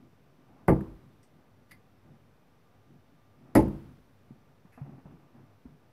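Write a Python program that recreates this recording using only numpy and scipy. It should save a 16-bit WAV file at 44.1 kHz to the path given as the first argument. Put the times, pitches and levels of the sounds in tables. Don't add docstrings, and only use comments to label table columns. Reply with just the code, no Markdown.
import sys
import numpy as np
from scipy import signal
from scipy.fft import rfft, irfft, next_fast_len
from scipy.io import wavfile
from scipy.ndimage import map_coordinates

SR = 44100
rng = np.random.default_rng(int(sys.argv[2]) if len(sys.argv) > 2 else 0)


def materialize(psi):
    bounded = np.clip(np.atleast_2d(psi).T, -1, 1)
    quanta = np.round(bounded * 32767).astype(np.int16)
    wavfile.write(sys.argv[1], SR, quanta)


def boost(x):
    u = np.asarray(x, float) / 20
    return 10 ** u


N = 261072

# touch_s, weight_lag_s (weight lands after the point), boom_db, build_up_s, crackle_db
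DARTS = [
    (0.6791, 0.00301, -19.5, 0.0047, -45.5),
    (3.5504, 0.001885, -15.5, 0.01, -33.5),
]
# pitch_hz, level_db (per Hz)
SCUFF = [(250, -6.5), (500, -0.5), (720, 3), (1300, -6.5), (2600, -19.5), (4500, -50.5), (7000, -93)]


def unit(x):
    return x / np.sqrt(np.mean(x ** 2) + 1e-20)


def along(points, hz):
    f, v = np.transpose(points)
    return np.interp(np.log(hz + 1), np.log(f + 1), v)


def peaks(modes):
    def response(f):
        total = 0
        for k, (centre, width, db) in enumerate(modes):
            damping = 1j * f * width
            total = total + (-1) ** k * boost(db) * damping / (centre * centre - f * f + damping)
        return total
    return response


def tinted(spectrum):
    return lambda hz: boost(along(spectrum, hz))


def noise(size, response):
    m = next_fast_len(size + 8192)
    spectrum = rfft(rng.standard_normal(m)) * response(np.fft.rfftfreq(m, 1 / SR))
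    return unit(irfft(spectrum, m)[:size])


def grit(size, rate, depth_db):
    lumps = rng.standard_normal(int(size * rate / SR) + 4)
    smooth = map_coordinates(lumps, [np.arange(size) * rate / SR])
    return unit(boost(depth_db * smooth))


def pulse(t, db, hz, cycles):
    return boost(db) * np.sin(-2 * np.pi * hz * t) * np.exp(-(hz * t / cycles) ** 2)


def add(track, s, x):
    part = track[round(s * SR):][:len(x)]
    part += x[:len(part)]


def fading(response):
    # pitch_hz, t60_s
    early = [(40, 0.64), (150, 0.4), (400, 0.18), (1200, 0.092), (2500, 0.18), (5000, 0.15), (11000, 0.13)]
    # pitch_hz, t60_s
    late = [(40, 0.98), (150, 0.9), (400, 0.35), (1200, 0.58), (2500, 0.54), (5000, 1), (11000, 0.3)]
    # pitch_hz, level_db
    late_db = [(40, -14.5), (400, -14.5), (1200, -13.5), (2500, -29), (5000, -28), (11000, -26.5)]
    hz, t, z = signal.stft(noise(SR, response), SR, nperseg=256)
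    first = boost(-60 * t / along(early, hz)[:, None])
    tail = boost(along(late_db, hz)[:, None] - 60 * t / along(late, hz)[:, None])
    return signal.istft(z * (first + tail), SR, nperseg=256)[1][:SR]


def thuds():
    # pitch_hz, level_db, t60_s
    panel_1 = [(47.2, -12, 0.52), (140.9, -2.5, 0.32), (177.8, 3.5, 0.23), (252, -15.5, 0.42),
               (325, -7, 0.43), (386, -15, 0.46), (470, -21, 0.051), (528, -28, 0.2), (654, -12, 0.23),
               (750, -45, 0.096), (1024, -30, 0.035), (1179, -14.5, 0.15), (1497, -1, 0.026),
               (1975, -13.5, 0.034)]
    panel_2 = [(54.7, -15.5, 0.42), (119, -6.5, 0.3), (143.8, -19.5, 0.8), (199.5, -7.5, 0.44),
               (264.4, -6.5, 0.22), (331, -8.5, 0.44), (397, -22.5, 0.5), (494, -18, 0.32),
               (592, -16.5, 0.26), (767, -20, 0.14), (894, -33, 0.51), (1043, -17.5, 0.19),
               (1260, -37.5, 0.44), (1927, -10, 0.054)]
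    # pitch_hz, level_db (per Hz)
    thud_1 = [(18, -48), (45, -11), (85, -15), (180, -11), (421, -6), (527, -3.5), (608, -14.5),
              (844, -14.5), (1100, -20.5), (1950, -36.5), (4000, -74), (5200, -90.5), (8800, -120)]
    thud_2 = [(18, -48), (45, -13.5), (85, -19), (171, -17), (322, -6.5), (421, -11), (516, -9), (778, -22),
              (861, -17.5), (1150, -32.5), (1950, -34.5), (4000, -53), (8800, -120)]
    # pitch_hz, width_hz, level_db
    crackle_1 = [(3210, 1500, -24.5), (4760, 290, -8.5), (6000, 190, -13), (7660, 1200, -15.5),
                 (9480, 350, 2), (11800, 970, -4), (14700, 2100, -18)]
    crackle_2 = [(3200, 1600, -18), (4900, 640, -6), (7130, 1250, -11.5), (9020, 540, -3.5),
                 (10920, 910, 1), (12300, 2200, -7), (14800, 1900, -17)]
    # pitch_hz, level_db (per Hz)
    bite = [(400, -29.5), (800, 0.5), (1200, -5.5), (1600, -8.5), (2150, -1), (2400, -17), (3100, -24.5),
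            (4000, -53), (7000, -73.5)]
    # pitch_hz, level_db (per Hz)
    far = [(500, -23.5), (1000, 2.5), (2500, -6.5), (5500, -17), (7000, -21.5), (11000, -17), (15700, -21),
           (16000, -81)]
    lead_db, bite_db, far_db = -10, -10, -43
    out, t = np.zeros(N), np.arange(SR) / SR
    soft = 1 - np.exp(-(t / 0.00087) ** 2)
    surfaces = zip(DARTS, (panel_1, panel_2), (thud_1, thud_2), (crackle_1, crackle_2))
    for (s, lag, db, build, crackle_db), modes, thud, crackle in surfaces:
        add(out, s, boost(crackle_db) * soft * grit(SR, 330, depth_db=2.0) * fading(peaks(crackle)))
        add(out, s, boost(db + lead_db - 60 * t / 0.0094) * soft * noise(SR, tinted(thud)))
        stop = grit(SR, 210, depth_db=1.6) * noise(SR, tinted(bite))
        add(out, s + lag, boost(db + bite_db - 60 * t / 0.14) * soft * stop)
        add(out, s, boost(db + far_db - 60 * t / 1.6) * soft * noise(SR, tinted(far)))
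        ring = np.zeros(SR)
        for hz, mode_db, t60 in modes:
            waver = grit(SR, 22, depth_db=0.5)
            ring += boost(mode_db - 60 * t / t60) * np.sin(2 * np.pi * hz * t) * waver
        add(out, s + lag, boost(db + 5) * soft * ring * (1 - 0.97 * np.exp(-t / build)))
        roar = fading(tinted(thud)) * (1 - 0.76 * np.exp(-t / build))
        add(out, s + lag, boost(db + 3.0) * soft * roar)
    return out


def swings():
    # after_touch_s, over_boom_db, pitch_hz, length_cycles
    knocks = [
        (.005, 4, 852, 0.62),
        (.046, -9, 859, 8.3),
        (0.136, -16.5, 203, 5),
    ]
    # centre_s, level_db, pitch_hz, length_cycles
    wall = [
        (.7265, -10, 182, .5),
        (3.574, -9, 311, 2.33),
        (3.655, -30.5, 71.5, 1.9),
    ]
    t, out = np.arange(N) / SR, np.zeros(N)
    for s, _, db, *_ in DARTS:
        for after, over_db, hz, cycles in knocks:
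            out += pulse(t - s - after, db + over_db, hz, cycles)
    for s, db, hz, cycles in wall:
        out += pulse(t - s, db, hz, cycles)
    return out


def ticks():
    # after_touch_s, flight_over_boom_db, t60_s, shaft_over_boom_db
    quiver = [
        (0.0085, -23.5, 0.015, -32.5),
        (.0225, -28.5, 0.0069, -38.5),
        (0.1357, -49, .011, -36),
    ]
    # start_s, flight_db, t60_s, shaft_db
    more = [
        (0.707, -52, .01, -60),
        (0.808, -59.5, .024, -43.5),
        (3.552, -38, .032, -45.5),
        (3.624, -50, .016, -43),
        (3.6815, -55.5, .018, -43),
    ]
    # pitch_hz, level_db (per Hz)
    flight = [(2500, -41), (5000, -15), (7000, -2), (9500, -6), (12000, 6.5), (15300, -4.5), (16200, -48)]
    # pitch_hz, level_db (per Hz)
    shaft = [(300, -30), (700, 10), (1300, 5), (2100, 3), (2800, -15), (4500, -36), (8000, -60)]
    out, t = np.zeros(N), np.arange(SR // 8) / SR
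    shared = [(s + after, db + flight_db, t60, db + shaft_db)
              for s, _, db, *_ in DARTS for after, flight_db, t60, shaft_db in quiver]
    for s, flight_db, t60, shaft_db in shared + more:
        snap = boost(flight_db) * noise(len(t), tinted(flight))
        snap += boost(shaft_db) * noise(len(t), tinted(shaft))
        add(out, s, snap * boost(-60 * t / t60) * (1 - np.exp(-t / 0.00052)))
    return out


def clinks():
    # start_s, level_db, rise_s, t60_s
    bursts = [
        (1.229, -64, .001, 0.14),
        (1.709, -47.5, 0.0028, 0.13),
        (4.72, -63, 0.0037, 0.4),
    ]
    # pitch_hz, width_hz, level_db
    barrels = [
        [(1970, 250, -10), (4800, 250, -17), (5700, 310, -14), (8400, 500, -12), (11300, 1800, -26)],
        [(1740, 290, 1.5), (2090, 126, 11.5), (4730, 230, -3.5), (9150, 400, -9.5), (11300, 500, -7),
         (14500, 1400, -20)],
        [(1670, 370, -1.5), (2610, 80, 1.5), (4800, 700, -27.5), (11500, 880, -16.5)],
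    ]
    # start_s, level_db, t60_s
    contacts = [
        (1.229, -72, .015),
        (1.694, -70, .15),
        (1.710, -59, .012),
        (1.7163, -51, 0.027),
        (4.722, -81, .12),
    ]
    # pitch_hz, level_db (per Hz)
    snap = [(500, -5), (1500, 2), (4000, -6), (8000, -14), (15500, -7), (16000, -60)]
    out, t = np.zeros(N), np.arange(SR // 3) / SR
    for (s, db, rise, t60), barrel in zip(bursts, barrels):
        add(out, s, boost(db - 60 * t / t60) * noise(len(t), peaks(barrel)) * (1 - np.exp(-t / rise)))
    for s, db, t60 in contacts:
        add(out, s, boost(db - 60 * t / t60) * noise(len(t), tinted(snap)) * (1 - np.exp(-t / .0003)))
    return out


def floorboards():
    # start_s, hold_s, level_db, soles_db (relative to the board)
    weight = [(.005, 0.041, -58, -32), (0.375, 0.024, -66, -18), (0.477, 0.21, -60, -10.5),
              (1.025, 0.016, -66, -21), (1.313, 0.081, -61.5, -29), (1.713, 0.019, -59, -11),
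              (2.049, 0.096, -57.5, -19), (2.874, 0.087, -57, -26), (3.401, 0.18, -57, -13),
              (3.877, 0.024, -54, -16.5), (4.324, 0.028, -64, -18), (4.477, .04, -74.5, 2),
              (4.852, 0.093, -48, -16.5), (5.04, 0.11, -52.5, -15.5), (5.337, 0.093, -57.5, -9),
              (5.67, 0.021, -57.5, -21)]
    # pitch_hz, width_hz, level_db
    boards = [(54.8, 27, -13), (139, 11.67, 4.5), (245, 50, -4), (344, 70, -11.5)]
    roll_s, release_s = 0.028, 0.23
    rest_db, restless_db, scuff_rest_db = -70.5, 6, -78.5
    t = np.arange(N) / SR
    load, soles = np.zeros(N), np.zeros(N)
    for s, hold, db, soles_db in weight:
        rise = np.clip((t - s) / roll_s + .5, 0, 1) ** 2
        roll = boost(db - 60 * np.maximum(t - s - hold, 0) / release_s) * rise
        load += roll
        soles += boost(soles_db) * roll

    def creak(f):
        return peaks(boards)(f) * boost(along([(350, -0.5), (900, 12.5)], f))

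    stir = load * grit(N, 30, depth_db=0.0) + boost(rest_db) * grit(N, 8, restless_db)
    rub = soles * grit(N, 60, depth_db=2.4) + boost(scuff_rest_db) * grit(N, 12, restless_db)
    return stir * noise(N, creak) + rub * noise(N, tinted(SCUFF))


def steps():
    # start_s, peak_db, pitch_hz, t60_s, scuff_db (relative to the bump)
    contacts = [(4.307, -32.5, 219, 0.04, -36), (4.313, -43.5, 137, 0.12, -38.5),
                (4.650, -41, 179, 0.047, -22.5), (4.775, -46.5, 246, 0.24, -4.5),
                (4.813, -30, 139, 0.17, -27), (4.98, -44.5, 262, 0.082, -13), (5.055, -38, 135, 0.038, -20),
                (5.142, -43.5, 163, 0.076, -33), (5.654, -35, 245, 0.061, -26.5),
                (5.654, -43, 62, 0.099, -42), (5.351, -53.5, 237, .08, -13)]
    out, t = np.zeros(N), np.arange(SR // 3) / SR
    for s, db, hz, t60, scuff_db in contacts:
        bump = (1 - np.exp(-t / 0.0016)) * np.sin(2 * np.pi * hz * t)
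        add(out, s, boost(db - 60 * t / t60) * bump)
        brush = (1 - np.exp(-t / 0.0018)) * noise(len(t), tinted(SCUFF))
        add(out, s, boost(db + scuff_db - 60 * t / 0.18) * brush)
    return out


def background():
    # pitch_hz, level_db (per Hz)
    rumble = [(15, -48), (36, -6), (80, -9.5), (100, -4.5), (236, -7.5), (270, -7), (300, -11.5),
              (408, -10.5), (796, -16), (1500, -23.5), (1950, -42), (3300, -120)]
    # pitch_hz, level_db (per Hz)
    hiss = [(600, -25), (1500, -1), (2500, -4.5), (4000, -11), (6000, -12.5), (6500, -18), (9000, -19),
            (11000, -18), (13000, -16.5), (15600, -18.5), (15850, -67)]
    # pitch_hz, width_hz, level_db
    hum = [
        (100.1, 9.3, -70.5),
        (1188, 22, -82.5),
        (3600, 110, -94),
    ]
    # pitch_hz, level_db
    whine = [(13090, -102)]
    out = boost(-64 - 1.0) * noise(N, tinted(rumble)) + boost(-76 + 0.48) * noise(N, tinted(hiss))
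    for hz, width, db in hum:
        tone = peaks([(hz, width, 0)])
        out += boost(db) * noise(N, lambda f: tone(f) ** 2)
    for hz, db in whine:
        out += boost(db - 1.0) * np.sin(2 * np.pi * hz * np.arange(N) / SR)
    return out


def scene():
    mix = thuds() + swings() + ticks() + clinks() + floorboards() + steps() + background()
    return mix[None]


def low_pass(x):
    return signal.sosfilt(signal.butter(12, 15850, fs=SR, output="sos"), x)


def record(dry):
    low_cut = signal.butter(2, 33, "high", fs=SR, output="sos")
    high_cut = signal.butter(12, 16000, "low", fs=SR, output="sos")
    mix = signal.sosfilt(np.vstack([low_cut, high_cut]), dry) - .0005
    return low_pass(mix)


dry = scene()
out = record(dry)
materialize(out)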